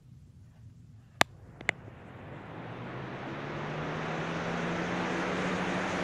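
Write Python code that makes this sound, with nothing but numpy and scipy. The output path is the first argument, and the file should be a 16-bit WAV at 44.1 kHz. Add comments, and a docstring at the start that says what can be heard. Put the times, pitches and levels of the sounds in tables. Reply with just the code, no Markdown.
"""A quiet room with low rumble and thin hiss; a hand shifts faintly on the microphone.
At 1.2 s a box fan is switched on close by: its plastic knob snaps through detents, ringing the housing.
From then the rotor gathers speed: blade tones climb through the room's standing waves, and the rush
of air, shaped noise pumped slightly by each blade pass, grows louder and brighter to the end.
A very faint, brief tick near 1.7 kHz falls at about 1.88 s."""
import sys
import numpy as np
from scipy import signal
from scipy.io import wavfile
from scipy.ndimage import uniform_filter1d

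SR = 44100
rng = np.random.default_rng(int(sys.argv[2]) if len(sys.argv) > 2 else 0)


def linear_from_db(decibels):
    """Turn decibels (scalar or array-like) into linear amplitude factors; 0 gives 1."""
    return 10 ** (np.asarray(decibels, float) / 20)


def waveform_to_disk(signal):
    """Save audio, clipped to [-1, 1], as 16-bit WAV at the path in sys.argv[1]."""
    frames = np.transpose(np.atleast_2d(signal))
    scaled = np.clip(frames, -1, 1) * 32767
    samples = np.round(scaled).astype(np.int16)
    wavfile.write(sys.argv[1], SR, samples)


N = 266099

REFERENCE_HZ = 92  # blade rate at which the fan's levels are given
SWITCH_ON_S = 1.2
GUSTS_ABOVE_HZ = 3600

# The hand-held microphone drifts to and from the blades. Each row: time in seconds, level in dB.
NEARNESS = [(1.2, 2), (1.4, 2.5), (1.6, 1.5), (1.8, 0), (2.0, -1.08), (2.6, -0.8086), (2.75, -0.69),
            (2.95, 0), (3.3, -0.829), (4.1, 1.1127), (4.8, 0.5), (5.15, 1.632), (5.6, 1), (6.03, 0.3252)]


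def evened(x):
    """Scales to rms 1."""
    return x / np.sqrt(np.mean(x ** 2) + 1e-20)


def read(points, hz):
    """Reads a table on a log-frequency axis."""
    f, value = np.transpose(points)
    return np.interp(np.log(hz + 1), np.log(f + 1), value)


def follow(rows, t):
    """Reads a curve at times t."""
    return np.interp(t, *np.transpose(rows))


def treble_share(hz, corner_hz):
    """Weight rising from 0 in the bass to 1 well above the corner."""
    return 1 / (1 + (corner_hz / (hz + 1)) ** 4)


def standing_db(hz):
    """Lift that the room's standing waves give at each frequency."""
    # Each row: frequency in Hz, width in Hz, lift in dB.
    standing = [(124.16, 31, 5), (151.75, 16, 4), (173.31, 18, 6), (200, 10, -1), (231.73, 4.8, 4),
                (257.66, 5.6, 0.5), (284.71, 12, 4), (299.07, 23, -3), (334.47, 21, 5.5), (455.1, 57, -2),
                (719.19, 27, 4.5)]
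    return sum(db / (1 + ((hz - f) / (width / 2)) ** 2) for f, width, db in standing)


def noise(field_db, patchy_db, flicker_db=0, gust_db=0):
    """Random short-time spectra shaped by field_db(s, Hz), with drifting patches and treble puffs and gusts."""
    flicker_above_hz = 6200
    t = np.arange(N // 512 + 5)[:, None] * 512 / SR
    hz = np.fft.rfftfreq(2048, 1 / SR)
    a, b, patches, puffs, gusts = rng.standard_normal((5, len(t), len(hz)))

    def smooth(x, frames, bins):
        return evened(uniform_filter1d(uniform_filter1d(x, size=frames, axis=0), size=bins, axis=1))

    patches = smooth(patches, 5, 8)
    puffs = smooth(puffs, 2, 120) * treble_share(hz, flicker_above_hz)
    gusts = smooth(gusts, 7, 60) * treble_share(hz, GUSTS_ABOVE_HZ)
    level_db = field_db(t, hz) + patchy_db * patches + flicker_db * puffs + gust_db * gusts
    z = (a + 1j * b) * linear_from_db(level_db)
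    return signal.istft(z.T, nperseg=2048, noverlap=1536)[1][:N]


def wander(width_hz):
    """Slow complex noise of rms 1, from two equal one-pole low-passes."""
    r = np.exp(-np.pi * width_hz / SR)
    z = rng.standard_normal(N + SR) + 1j * rng.standard_normal(N + SR)
    z = signal.lfilter([1], [1, -r], z)
    z = signal.lfilter([1], [1, -r], z)[SR:]  # the first second only settles the filters
    return z / np.sqrt(np.mean(abs(z) ** 2))


def speed(t):
    """Blades passing a strut each second: a quick first pull of the motor, then a slow approach to the top."""
    top_hz, spin_up_s = 105.5, 2.3  # spin_up_s and kick_s are time constants
    kick_share, kick_s = .168, .05
    on = np.maximum(t - SWITCH_ON_S, .02)
    return top_hz * (1 - (1 - kick_share) * np.exp(-on / spin_up_s) - kick_share * np.exp(-on / kick_s))


def rush(t, hz, turns):
    """Turbulence: its spectrum slides up as the blades gain speed, and each blade pass pumps it slightly."""
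    # Eddy noise at the reference rate. Each row: frequency in Hz, relative density in dB per Hz.
    eddies = [(30, 2), (150, -1.5), (500, -1.5), (1600, -5.5), (3000, -12), (4500, -15.5), (6500, -20.5),
              (8500, -30.5), (12000, -48.5), (24000, -75.5), (150000, -150)]
    # Fixed colour of frame and microphone, plus a steep drop near 15.8 kHz.
    # Each row: frequency in Hz, gain in dB.
    frame = [(15, -20), (27, -10), (45, -21), (100, -8), (300, -2.5), (500, .5), (1000, -1.5), (1800, .5),
             (2600, -1.5), (3100, -4.5), (3700, -4.5), (4300, -9.5), (5100, -11), (5900, -6), (6500, -4),
             (6900, -6.5), (7400, -7), (8100, -11), (9400, -5), (10500, -6), (12000, -9), (15700, -15),
             (15850, -32)]
    # Blade-tip hiss as the microphone turns. Each row: time in seconds, treble lift in dB.
    aim = [(1.2, 0.5), (2.0, 3), (2.45, -5), (2.75, -0.5), (2.95, -3.5), (3.3, -0.5), (3.8, -2), (4.5, 0.5),
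           (5.2, -0.5), (6.03, 0.5)]
    reference_db, growth_db_per_db = -32.5, 2.521  # growth is per dB of speed

    def colour(s, f):
        slide = (REFERENCE_HZ / speed(s)) ** 1.0047
        db = read(eddies, f * slide) + read(frame, f) + 0.5 * standing_db(f)
        db = db + follow(aim, s) * treble_share(f, GUSTS_ABOVE_HZ)
        core = (f > 300) & (f < 3000)  # this band holds equal power in every frame
        return db - 10 * np.log10(np.sum(linear_from_db(2 * db[:, core]), axis=1, keepdims=True))

    air = evened(noise(colour, patchy_db=0.6796, flicker_db=2.5, gust_db=0.9746))
    air = air * (1 + 0.033 * np.cos(2 * np.pi * turns))
    speed_db = 20 * np.log10(hz / REFERENCE_HZ)
    level_db = reference_db + growth_db_per_db * speed_db + follow(NEARNESS, t)
    return air * linear_from_db(level_db) * (t > SWITCH_ON_S)


def tones(t, hz, turns):
    """Clean multiples of the blade rate, and a fuzzy stack just under them from blades cutting swirling eddies."""
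    # Clean tones, one row a multiple. Each row: level at the reference rate in dB, growth in dB per dB of speed.
    blades = [(-62.5, 11), (-43.5, 3), (-48, 3.5), (-57, 2.5), (-51.5, 2), (-58.5, 1.5)]
    # Fuzzy stack, one row a multiple. Each row: level at the reference rate in dB,
    # growth in dB per dB of speed, width in Hz.
    swirl = [(-57, 5, 3.511), (-52.5, 1.451, 3.3), (-47, 2.5, 8), (-46, 2.5, 10), (-48.5, 2, 6.7),
             (-50, 2.5, 15), (-49, 3, 13.346)]
    swirl_lag = .925  # the eddies swirl after the blades, so they are cut at this share of the blade rate
    nearness_share = 0.41  # share of the nearness in dB that the tones feel
    speed_db = 20 * np.log10(hz / REFERENCE_HZ)
    both = np.zeros(N)
    for k, (db, growth) in enumerate(blades, 1):
        waver = 1 + 0.18 * wander(width_hz=3.2)
        carrier = np.exp(2j * np.pi * k * turns)
        both += linear_from_db(db + growth * speed_db + standing_db(k * hz)) * (waver * carrier).real
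    for k, (db, growth, width) in enumerate(swirl, 1):
        waver = 0.29 + 0.84597 * wander(width)
        carrier = np.exp(2j * np.pi * k * swirl_lag * turns)
        both += linear_from_db(db + growth * speed_db + standing_db(k * swirl_lag * hz)) * (waver * carrier).real
    return np.sqrt(2) * both * linear_from_db(nearness_share * follow(NEARNESS, t)) * (t > SWITCH_ON_S)


def knob():
    """Each strike rings the housing modes near its own pitch, treble first; a faint echo and thin rattle follow."""
    # Each row: start in seconds, level in dB, centre of the blow's spectrum in Hz, spread in octaves.
    strikes = [(1.2094, -47, 2500, 0.7296), (1.2126, -13.5, 12500, 0.3796), (1.2124, -6.5, 299, 0.9434),
               (1.2123, -4, 3891, 0.7397), (1.2124, -11.5, 3600, 0.14), (1.2128, -3.5, 811.1, 0.5344),
               (1.2135, -10, 1750, 0.288), (1.6082, -32, 2945, 0.3493), (1.6082, -26, 1750, 0.157),
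               (1.6085, -40.5, 5800, 0.12), (1.6087, -18.5, 434.4, 0.5089), (1.6908, -21, 6300, 0.4685),
               (1.691, -12.5, 168.8, 1.115), (1.691, -13, 2918, 0.2762), (1.6904, -9.5, 2056, 0.2073),
               (1.6911, -14.5, 720, 0.2916), (1.879, -21.5, 200, 0.871)]
    # Plastic housing modes. Each row: frequency in Hz, level in dB, ungripped t60 in seconds.
    housing = [(130, -8, 0.02), (190, -5.5, 0.011), (299.33, -0.5, 0.015), (397, -6, 0.009),
               (520, -11, 0.0049), (694.8, 2.5, 0.011), (843, -2.5, 0.0086), (1161.3, -0.5, 0.019),
               (1776, -7.5, 0.0097), (2076.8, 8.5, 0.0079), (2500, -0.5, 0.0096), (2893.4, -7.5, 0.012),
               (3585.5, 2, 0.0058), (5133, -12.5, 0.0033), (5900, -6.5, 0.005), (7410, 2, 0.0034),
               (8378.5, -6.5, .003), (9910, -8, 0.0045), (11200, -10, 0.0041), (12960, -7, .003),
               (15300, -16.5, .003)]
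    bend_s = 0.00042  # bending waves carry a 1 kHz mode to the panel in this time, lower modes later
    grip_s = .0075  # fingers on the knob choke the ringing
    echo_db = -39
    rattles_per_s, rattle_t60_s, rattle_above_hz, rattle_db = 2500, .3, 2500, -36  # the grille buzzes

    t, out = np.arange(2000) / SR, np.zeros(N)
    f, level, t60 = np.transpose(housing)[:, :, None]
    since = np.maximum(t - bend_s * np.sqrt(1000 / f), 0)
    modes = linear_from_db(level - 60 * since / t60) * np.sin(2 * np.pi * f * since)
    for s, db, centre, spread in strikes:
        # a narrower or lower blow starts more gently
        touch = np.sin(np.pi / 2 * np.clip(since * centre * spread / 0.43574, 0, 1)) ** 2
        share = linear_from_db(-4.7 * (np.log2(f / centre) / spread) ** 2)
        ring = np.sum(share * modes * touch, axis=0)
        out[round(s * SR):][:len(t)] += linear_from_db(db) * ring * np.exp(-(t / grip_s) ** 4)

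    lag = np.arange(SR // 4) / SR
    decay = linear_from_db(-60 * lag / .03) + linear_from_db(-22.5 - 60 * lag / .25)
    echo = rng.standard_normal(len(lag)) * decay * (lag > .002)
    clicks = rng.standard_normal(len(lag)) * (rng.random(len(lag)) < rattles_per_s / SR)
    rattle = clicks * linear_from_db(-60 * lag / rattle_t60_s) * (lag > .004)
    bright = signal.sosfilt(signal.butter(2, rattle_above_hz, "high", fs=SR, output="sos"), out)
    echoed = linear_from_db(echo_db) * signal.oaconvolve(out, echo / np.linalg.norm(echo))[:N]
    rattled = linear_from_db(rattle_db) * signal.oaconvolve(bright, rattle / np.linalg.norm(rattle))[:N]
    low_cut_hz = 90  # the strikes reach the microphone with no deep bass
    return signal.sosfilt(signal.butter(4, low_cut_hz, "high", fs=SR, output="sos"), out + echoed + rattled)


def room(t):
    """Shaped noise for rumble and hiss, rustle swells for a hand on the microphone, one very faint tick."""
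    # Each row: frequency in Hz, relative density in dB per Hz.
    room_colour = [(15, -53.5), (25, -24.5), (108, 3), (142, 1), (155, -5.5), (175, -5.5), (208, -20.5),
                   (240, -6.5), (266, -21.5), (358, -24.5), (809, -37), (1180, -37.5), (1600, -40),
                   (3060, -43), (5900, -44), (7400, -44), (8300, -50), (10500, -51.5), (15700, -62),
                   (15850, -75.5)]
    # Each row: frequency in Hz, relative density in dB per Hz.
    rustle_colour = [(250, -19), (600, -1), (1200, -7), (1700, -5), (2300, -15), (2800, -10.5), (4000, -27),
                     (9000, -52.5)]
    # Hand shifts. Each row: peak time in seconds, level in dB, swell and fade time constants in seconds.
    shifts = [(.18, -84, 0.103, 0.01181), (.455, -77.5, 0.0245, 0.041), (.57, -68, 0.0573, 0.0337),
              (.702, -68.5, 0.00484, 0.00504), (1.031, -71.5, 0.07375, 0.1151),
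              (1.155, -69, 0.03967, 0.039), (1.26, -69, 0.044, 0.0772), (1.5, -65.5, 0.0029, .006),
              (1.7, -54.5, 0.044, .05)]
    # A very faint, brief tick. One row: time in seconds, level in dB, pitch in Hz,
    # width in Hz, spread in seconds (sign irrelevant).
    faint_tick = (1.8767, -69, 1700, 150, -0.0023)
    room_db = -53

    hush = noise(lambda s, hz: read(room_colour, hz), patchy_db=1.0, flicker_db=3.0, gust_db=0.5921)
    hush = linear_from_db(room_db) * evened(hush)
    rustle = evened(noise(lambda s, hz: read(rustle_colour, hz), patchy_db=3.0))
    strokes = np.zeros(N)
    for s, db, swell, fade in shifts:
        strokes += linear_from_db(db) * np.exp(-abs(t - s) / np.where(t < s, swell, fade))
    s, db, hz, width, spread = faint_tick
    wave = ((1 + .5 * wander(width)) * np.exp(2j * np.pi * hz * t)).real
    tick = linear_from_db(db) * np.exp(-((t - s) / spread) ** 2) * wave
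    return hush + rustle * strokes + tick


def scene():
    """Fan, knob and room in one channel."""
    t = np.arange(N) / SR
    hz = speed(t)
    turns = np.cumsum(hz) / SR  # blade passes so far
    return (rush(t, hz, turns) + tones(t, hz, turns) + knob() + room(t))[None]


def roll_off(x):
    """The treble ends steeply here."""
    return signal.sosfilt(signal.butter(12, 16670, fs=SR, output="sos"), x)


def record(dry):
    """A steep low-pass limits the band of the finished mix."""
    top_edge_hz = 16300
    mix = signal.sosfilt(signal.butter(8, top_edge_hz, fs=SR, output="sos"), dry)
    return roll_off(mix)


dry = scene()
out = record(dry)
waveform_to_disk(out)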